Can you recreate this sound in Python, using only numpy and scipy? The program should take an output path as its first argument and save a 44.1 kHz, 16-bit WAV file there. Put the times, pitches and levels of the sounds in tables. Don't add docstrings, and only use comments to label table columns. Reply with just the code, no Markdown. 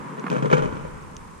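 import sys
import numpy as np
from scipy import signal
from scipy.fft import rfft, irfft
from scipy.io import wavfile
from scipy.ndimage import map_coordinates

SR = 44100
rng = np.random.default_rng(int(sys.argv[2]) if len(sys.argv) > 2 else 0)


def unload_wav(signal):
    wavfile.write(
        sys.argv[1],
        SR,
        np.round(np.clip(np.atleast_2d(signal).T, -1, 1) * 32767).astype(np.int16),
    )


N = 61740


# f/Hz, level/dB
AIR_SPECTRUM = [(70, -46), (105, -26), (140, 5.5), (200, 3.5), (300, -2), (430, -2.5), (700, -12),
                (1000, 1), (1400, -9), (2000, -15.5), (3500, -30), (7000, -49), (14000, -72)]
# t/s, level/dB
AIR_LEVEL = [(0, -35), (.15, -36), (.19, -39.5), (.23, -34.5), (.6, -35), (1, -41.5), (1.2, -42.5),
             (1.4, -44.5)]
# f/Hz, correlation/1
AIR_ALIKE = [(100, 0.39), (250, 0.45), (600, -0.29), (1300, -0.022), (3000, 0.49), (8000, 0.61)]
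# f/Hz, level/dB
HISS_SPECTRUM = [(1000, 3.5), (4000, -5.5), (6500, -1.5), (8500, -3), (11000, -9), (14500, -22.5)]
HISS_DB = -56
# f/Hz, level/dB
DRAUGHT_SPECTRUM = [(20, 2.5), (35, 6), (60, 2.5), (100, 7.5), (200, -15), (400, -31), (1000, -63)]
# t/s, level/dB
DRAUGHT_LEVEL = [(0, -40.5), (.1, -87), (.45, -73), (.55, -47), (.68, -38.5), (.8, -44), (1.1, -44.5),
                 (1.4, -55)]
DRAUGHT_PUFF_DB, DRAUGHT_PUFFS_PER_S = 1.5, 25
WHINE_HZ, WHINE_DB = 8570, -57.5
WHINE_PER_S, FIRST_BLIP_S, BLIP_S = 29.9, .008, 0.0025

# t/s, level/dB
SHUFFLE_LEVEL = [(.16, -69), (.18, -30.5), (.2, -32), (.225, -51), (.25, -74)]
# f/Hz, level/dB
SHUFFLE_SPECTRUM = [(80, -39), (150, -9), (200, 14), (300, -16), (370, -40), (435, 15.5), (500, -0.5),
                    (700, -4.5), (1400, -3), (2500, -19.5), (8000, -51)]

# t/s, level/dB
TICKS = [(0.1967, -35.5), (1.025, -45), (1.167, -27.5)]
# f/Hz, level/dB
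TICK_SPECTRUM = [(500, -18), (2000, -18), (2700, 3.5), (4500, -5), (5500, 2.5), (6300, 6), (7000, 1),
                 (7800, -13), (13000, -26)]
TICK_FIZZ_DB, TICK_RISE_S, TICK_T60_S = -5, 0.0012, 0.009
TICK_RING_HZ, TICK_RING_DB, TICK_RING_T60_S = 6260, -15.5, 0.017

# f/Hz, level/dB, T60/s
BALL = [(255, 3.5, 0.025), (350, -18, 0.02), (1080, 0, 0.016), (1450, -5, 0.0097), (2150, -9, 0.006)]
BOUNCE_S, BOUNCE_DB = .2415, -18.5
# t/s, level/dB
SLAPS = [(0.2658, -18.5), (0.2686, -20), (0.2723, -27), (0.2805, -23.5), (0.2829, -25)]
# f/Hz, level/dB, T60/s
SLAP_RING = [(192, -1, 0.047), (480, -10.5, 0.034), (1006, -27, 0.076), (1156, -2, 0.021),
             (1420, -5.5, 0.014), (1680, -2, 0.0075), (2130, -14, 0.0078)]
# f/Hz, level/dB
SOFT_CONTACT = [(40, -35), (100, -62), (170, -0.5), (2400, -5.5), (3600, -18), (9000, -10)]
# f/Hz, level/dB
GRIT_SPECTRUM = [(300, -28), (900, 5), (1400, 1.5), (2400, -9.5), (3400, -12), (4500, -28), (8000, -44)]
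GRIT_DB, GRIT_RISE_S, GRIT_T60_S = -8.5, .0005, .017

# f/Hz, T60/s
DOME_T60 = [(150, 1.32), (450, 1.14), (1000, 1.62), (2500, 2.2), (8000, 1.52)]
DOME_DB = -15

# f/Hz, level/dB, T60/s
RACKET = [(145, -17, 0.1), (242, 4, 0.023), (455, -11.5, 0.072), (1410, -7, 0.0073), (2510, -5.5, 0.012)]
STRIKE_S, STRIKE_DB = .3012, -25
# f/Hz, level/dB
CRACK_SPECTRUM = [(300, -15), (2000, 9), (6000, 14), (9000, -9), (11500, -25), (14000, -39)]
SNAP_DB, CRACK_DB, CRACK_T60_S = -36, -36.5, 0.016
# f/Hz, level/dB
BASS_CUT = [(50, -17.5), (95, -28.5), (130, 5)]

# t/s, clack level/dB, thud level/dB, string level/dB
ECHOES = [(0.309, -30, -18.5, -35), (.315, -25.5, -18, -21.5), (.327, -27.5, -17, -20),
          (0.336, -32.5, -19, -24.5), (.347, -30, -23, -26.5), (.355, -28, -29, -18.5),
          (.365, -28, -12, -18.5), (0.382, -29, -27, -24), (0.389, -35, -26, -27),
          (0.4246, -24.5, -12.5, -17.5), (0.446, -33, -24, -20.5), (0.4566, -24, -14, -20),
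          (.464, -53, -48, -23.5), (.501, -25.5, -27, -22.5), (0.5141, -24, -21, -9), (.523, -25, -24, -28),
          (.528, -13, -11, -13), (.533, -16, -10.5, -11), (.540, -24, -31, -22.5), (.547, -35, -18, -23),
          (.557, -32, -17.5, -18.5), (.569, -22.5, -28, -28.5), (0.58, -23, -16.5, -15.5),
          (0.592, -26.5, -19.5, -48), (.622, -26.5, -14, -18), (.634, -29, -50, -21),
          (.645, -33, -17, -19.5), (.657, -28.5, -17.5, -21), (.677, -47, -25.5, -24.5),
          (0.725, -35.5, -21.5, -31), (0.751, -38.5, -27, -41), (0.768, -34, -24.5, -38),
          (.81, -43, -30, -37), (0.85, -40.5, -25, -28.5)]
# f/Hz, width/Hz, level/dB
THUD = [(146, 14, -5.5), (184, 57, -16), (241, 13.7, -15.5)]
# f/Hz, width/Hz, level/dB
STRINGS = [(438, 20.2, 7.5), (498, 19, 5), (552, 110, 1), (604.6, 35, -4.5), (807, 71, -2)]
# f/Hz, level/dB
CLACK_SPECTRUM = [(400, -44), (700, -12), (980, 5.5), (1080, -6.5), (1220, 0), (1450, -5.5), (1650, -4.5),
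                  (1950, -16.5), (2400, -13), (3100, -22.5), (3700, -26), (6000, -32), (15000, -65)]
# f/Hz, width/Hz, level/dB
CLACK_RING = [(1187, 39, 3.5), (1401, 61, 6), (1550, 82, -7.5), (2320, 340, -5), (2480, 100, -8.5),
              (3062, 95, 7)]
THUD_DB, STRINGS_DB, CLACK_DB = -2, -1.5, 0
THUD_SCATTER, STRINGS_SCATTER, CLACK_SCATTER = 0.31, 0.88, 0.91
SCATTER_T60_S = 0.049
# f/Hz, correlation/1 (held within -1 to 1 in use)
VAULT_ALIKE = [(150, 1), (500, 1.26), (1000, 1.06), (1600, 1.1), (2500, -1.97), (6000, 0.4)]
# f/Hz, phase/rad
VAULT_PHASE = [(150, -1.5), (260, -2), (480, -2.5), (1000, -3), (1600, -2.5), (2600, -1.58), (6000, -4)]
# f/Hz, level/dB
VAULT_PAN = [(140, 1), (260, 4.5), (470, 8.5), (750, -1), (1500, -1.5), (2500, 4.5), (6000, -4)]
FLUTTER_DB, FLUTTER_T60_S = -11.5, 0.43

# f/Hz, level/dB
SPLASH_SPECTRUM = [(1500, -31), (3000, 3.5), (4800, -17), (5600, -8), (6200, -2.5), (7200, -6.5),
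                   (8500, -13.5), (10500, -21), (14000, -69)]
SPLASH_DB, SPLASH_RISE_S, SPLASH_T60_S = -18, 0.0026, 0.074
CRACKLE_DB, CRACKLES_PER_S = 4.2, 400

# f/Hz, level over the thud column/dB, T60/s
LINGER = [(146, -17, 0.27), (438.3, -20, 0.26)]
LINGER_RISE_S, LINGER_DRIFT_RAD, LINGER_DRIFTS_PER_S = .008, .4, 10

# f/Hz, level/dB, T60/s
REPORT = [(153, -14.5, 0.13), (501.3, -19, 0.14), (1400, -21, 0.029), (1498, -19.5, 0.072),
          (2290, -20, 0.046), (2506, -28, .07), (3115, -32, 0.046)]
REPORT_S, REPORT_RISE_S = .5275, .005

THROB_FIRST_S, THROB_PERIOD_S = .6555, .1008
THROB_HZ, THROB_DB, THROB_RISE_S, THROB_T60_S = 68, -28, .005, .04

CEILING, TOP_HZ = .88, 14900


def amp(db):
    return 10 ** (np.asarray(db) / 20)


def unit(x):
    return x / np.sqrt(np.mean(x ** 2) + 1e-20)


def along(points, hz):
    f, v = np.transpose(points)
    return np.interp(np.log(hz + 1), np.log(f + 1), v)


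def level(rows):
    return amp(np.interp(np.arange(N) / SR, *np.transpose(rows)))


def grid():
    return np.fft.rfftfreq(2 * N, 1 / SR)


def filtered(x, response):
    return irfft(rfft(x, 2 * N) * response)[..., :N]


def causal(points):
    cepstrum = irfft(np.log(amp(along(points, grid()))))
    cepstrum[1:N] *= 2
    cepstrum[N + 1:] = 0
    return np.exp(rfft(cepstrum))


def resonant(peaks):
    f = grid()
    return sum(amp(db) * 1j * f * width / (centre * centre - f * f + 1j * f * width)
               for centre, width, db in peaks)


def ports(pair, alike):
    turn = np.arccos(np.clip(along(alike, grid()), -1, 1)) / 2
    mid, side = filtered(pair, np.array([np.cos(turn), np.sin(turn)]))
    return np.array([mid + side, mid - side])


def placed(x, phase, pan):
    half = np.array([[.5], [-.5]])
    return filtered(x, amp(half * along(pan, grid())) * np.exp(1j * half * along(phase, grid())))


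def fade(s, t60):
    t = np.arange(N) / SR - s
    return (t >= 0) * amp(-60 * np.abs(t) / t60)


def burst(s, rise, t60):
    t = np.maximum(np.arange(N) / SR - s, 0)
    onset = 1 - np.exp(-np.minimum(t / rise, 10) ** 2)
    return np.exp(-np.log(1000) * t / t60) * onset


def ring(s, modes):
    t = np.arange(N) / SR - s
    return sum(amp(db) * fade(s, t60) * np.sin(2 * np.pi * hz * t) for hz, db, t60 in modes)


def snap(s, spectrum):
    impulse = 1.0 * (np.arange(N) == round(s * SR))
    x = filtered(impulse, causal(spectrum))
    return x / np.abs(x).max()


def noise(spectrum):
    return unit(filtered(rng.standard_normal((2, N)), amp(along(spectrum, grid()))))


def wobble(rate):
    return map_coordinates(rng.standard_normal(N // 100), [np.arange(N) * rate / SR])


def air():
    t = np.arange(N) / SR
    rush = level(AIR_LEVEL) * unit(ports(noise(AIR_SPECTRUM), AIR_ALIKE))
    puffs = amp(DRAUGHT_PUFF_DB * wobble(DRAUGHT_PUFFS_PER_S))
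    low_noise = ports(noise(DRAUGHT_SPECTRUM), [(30, 0.63), (55, 0.26), (100, 0.19)])
    draught = level(DRAUGHT_LEVEL) * unit(puffs * low_noise)
    hiss = amp(HISS_DB) * noise(HISS_SPECTRUM)
    from_blip_s = (((t - FIRST_BLIP_S) * WHINE_PER_S + .5) % 1 - .5) / WHINE_PER_S
    blips = np.exp(-(from_blip_s / BLIP_S) ** 2)
    whine = amp(WHINE_DB) * np.sin(2 * np.pi * WHINE_HZ * t) * blips
    return rush + draught + hiss + whine


def shuffle():
    scuff = unit(ports(noise(SHUFFLE_SPECTRUM), VAULT_ALIKE))
    return level(SHUFFLE_LEVEL) * placed(scuff, VAULT_PHASE, VAULT_PAN)


def ticks():
    fizz = amp(TICK_FIZZ_DB) * noise(TICK_SPECTRUM)
    mode = [(TICK_RING_HZ, TICK_RING_DB, TICK_RING_T60_S)]
    total = 0
    for s, db in TICKS:
        tick = snap(s, TICK_SPECTRUM) + fizz * burst(s, TICK_RISE_S, TICK_T60_S) + ring(s, mode)
        total = total + amp(db) * tick
    return total


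def bounce():
    thump = amp(BOUNCE_DB) * ring(BOUNCE_S, BALL)
    slaps = sum(amp(db) * ring(s, SLAP_RING) for s, db in SLAPS)
    crunches = sum(amp(db) * burst(s, GRIT_RISE_S, GRIT_T60_S) for s, db in SLAPS)
    grit = amp(GRIT_DB) * noise(GRIT_SPECTRUM) * crunches
    impact = filtered(thump + slaps, causal(SOFT_CONTACT))
    phase = [(250, 0.098), (500, -1.4), (1000, 1.94), (2500, 0.12)]
    pan = [(250, -3), (500, 8), (1000, -9.0), (2500, 3)]
    return grit + placed(impact, phase, pan)


def dome(x):
    hz, t, z = signal.stft(rng.standard_normal((2, N)), SR, nperseg=256)
    decay = amp(-60 * t / along(DOME_T60, hz)[:, None])
    tail = signal.istft(z * decay, SR)[1]
    return signal.fftconvolve(x, tail / np.linalg.norm(tail[0]), axes=1)[:, :N]


def strike():
    body = placed(-ring(STRIKE_S, RACKET), [(200, 0.52), (1400, 2.0), (2500, 0.9)], [(200, 4.7), (2500, 1)])
    body = filtered(amp(STRIKE_DB) * body, causal(BASS_CUT))
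    fizz = amp(CRACK_DB) * fade(STRIKE_S, CRACK_T60_S) * noise(CRACK_SPECTRUM)
    crack = amp(SNAP_DB) * snap(STRIKE_S, CRACK_SPECTRUM) + fizz
    return body + placed(crack, [(2500, 0.81), (6000, 2.5)], [(2500, 21), (6000, -17.0)])


def echoes():
    clack = causal(CLACK_SPECTRUM) * (1 + resonant(CLACK_RING))
    thud_band = causal(BASS_CUT) * causal([(300, -5), (600, -0.5), (2000, -56.5)])
    string_band = causal([(150, -18.5), (380, -2.5), (750, -6.5), (1500, -26), (5000, -37.5)])
    parts = [(clack, CLACK_DB, CLACK_SCATTER),
             (resonant(THUD) * thud_band, THUD_DB, THUD_SCATTER),
             (resonant(STRINGS) * string_band, STRINGS_DB, STRINGS_SCATTER)]
    t = np.arange(SR // 10) / SR
    pair = np.zeros((2, N))
    for k, (body, part_db, scatter) in enumerate(parts):
        hits = np.zeros((2, N))
        for s, *dbs in ECHOES:
            wake = amp(-60 * t / SCATTER_T60_S) * rng.standard_normal((2, len(t)))
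            norms = np.linalg.norm(wake, axis=1, keepdims=True)
            wake *= [[scatter], [np.hypot(1, scatter)]] / norms
            wake[0, 0] += 1
            hits[:, round(s * SR):][:, :len(t)] += amp(dbs[k] + part_db) * wake
        onset = irfft(body)[:SR // 100]
        pair += filtered(hits, body) / np.std(onset) / 2
    pair = pair + amp(FLUTTER_DB) * flutter(pair)
    return placed(ports(pair, VAULT_ALIKE), VAULT_PHASE, VAULT_PAN)


def flutter(pair):
    tail = fade(0.0058, FLUTTER_T60_S) * rng.standard_normal(N)
    return signal.fftconvolve(pair, tail[None] / np.linalg.norm(tail), axes=1)[:, :N]


def splash():
    power = sum((amp(db) * burst(s, SPLASH_RISE_S, SPLASH_T60_S)) ** 2 for s, db, *_ in ECHOES)
    crackle = unit(amp(CRACKLE_DB * wobble(CRACKLES_PER_S)))
    hiss = placed(noise(SPLASH_SPECTRUM), VAULT_PHASE, VAULT_PAN)
    return amp(SPLASH_DB) * np.sqrt(power) * crackle * hiss


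def linger():
    t, x = np.arange(N) / SR, np.zeros(N)
    for hz, note_db, t60 in LINGER:
        power = sum((amp(db) * burst(s, LINGER_RISE_S, t60)) ** 2 for s, _, db, _ in ECHOES)
        drift = LINGER_DRIFT_RAD * wobble(LINGER_DRIFTS_PER_S)
        x += amp(note_db) * np.sqrt(power) * np.sin(2 * np.pi * hz * t + drift)
    return placed(x, VAULT_PHASE, VAULT_PAN)


def report():
    t = np.arange(N) / SR - REPORT_S
    pock = sum(amp(db) * burst(REPORT_S, REPORT_RISE_S, t60) * np.sin(2 * np.pi * hz * t)
               for hz, db, t60 in REPORT)
    phase = [(150, -1.3), (500, -2.5), (1500, -2.6), (2500, 3.1)]
    return placed(filtered(pock, causal(BASS_CUT)), phase, VAULT_PAN)


def throb():
    t = np.arange(N) / SR
    starts = np.arange(THROB_FIRST_S, N / SR, THROB_PERIOD_S)
    return amp(THROB_DB) * sum(burst(s, THROB_RISE_S, THROB_T60_S) * np.sin(2 * np.pi * THROB_HZ * (t - s))
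                               for s in starts)


def scene():
    play = bounce() + strike() + echoes() + splash() + report()
    reverberant = play + amp(DOME_DB) * dome(play)
    return air() + shuffle() + ticks() + reverberant + linger() + throb()


def record(dry):
    rounded = dry / (1 + np.abs(dry / CEILING) ** 6) ** (1 / 6)
    return filtered(rounded, grid() < TOP_HZ)


dry = scene()
out = record(dry)
unload_wav(out)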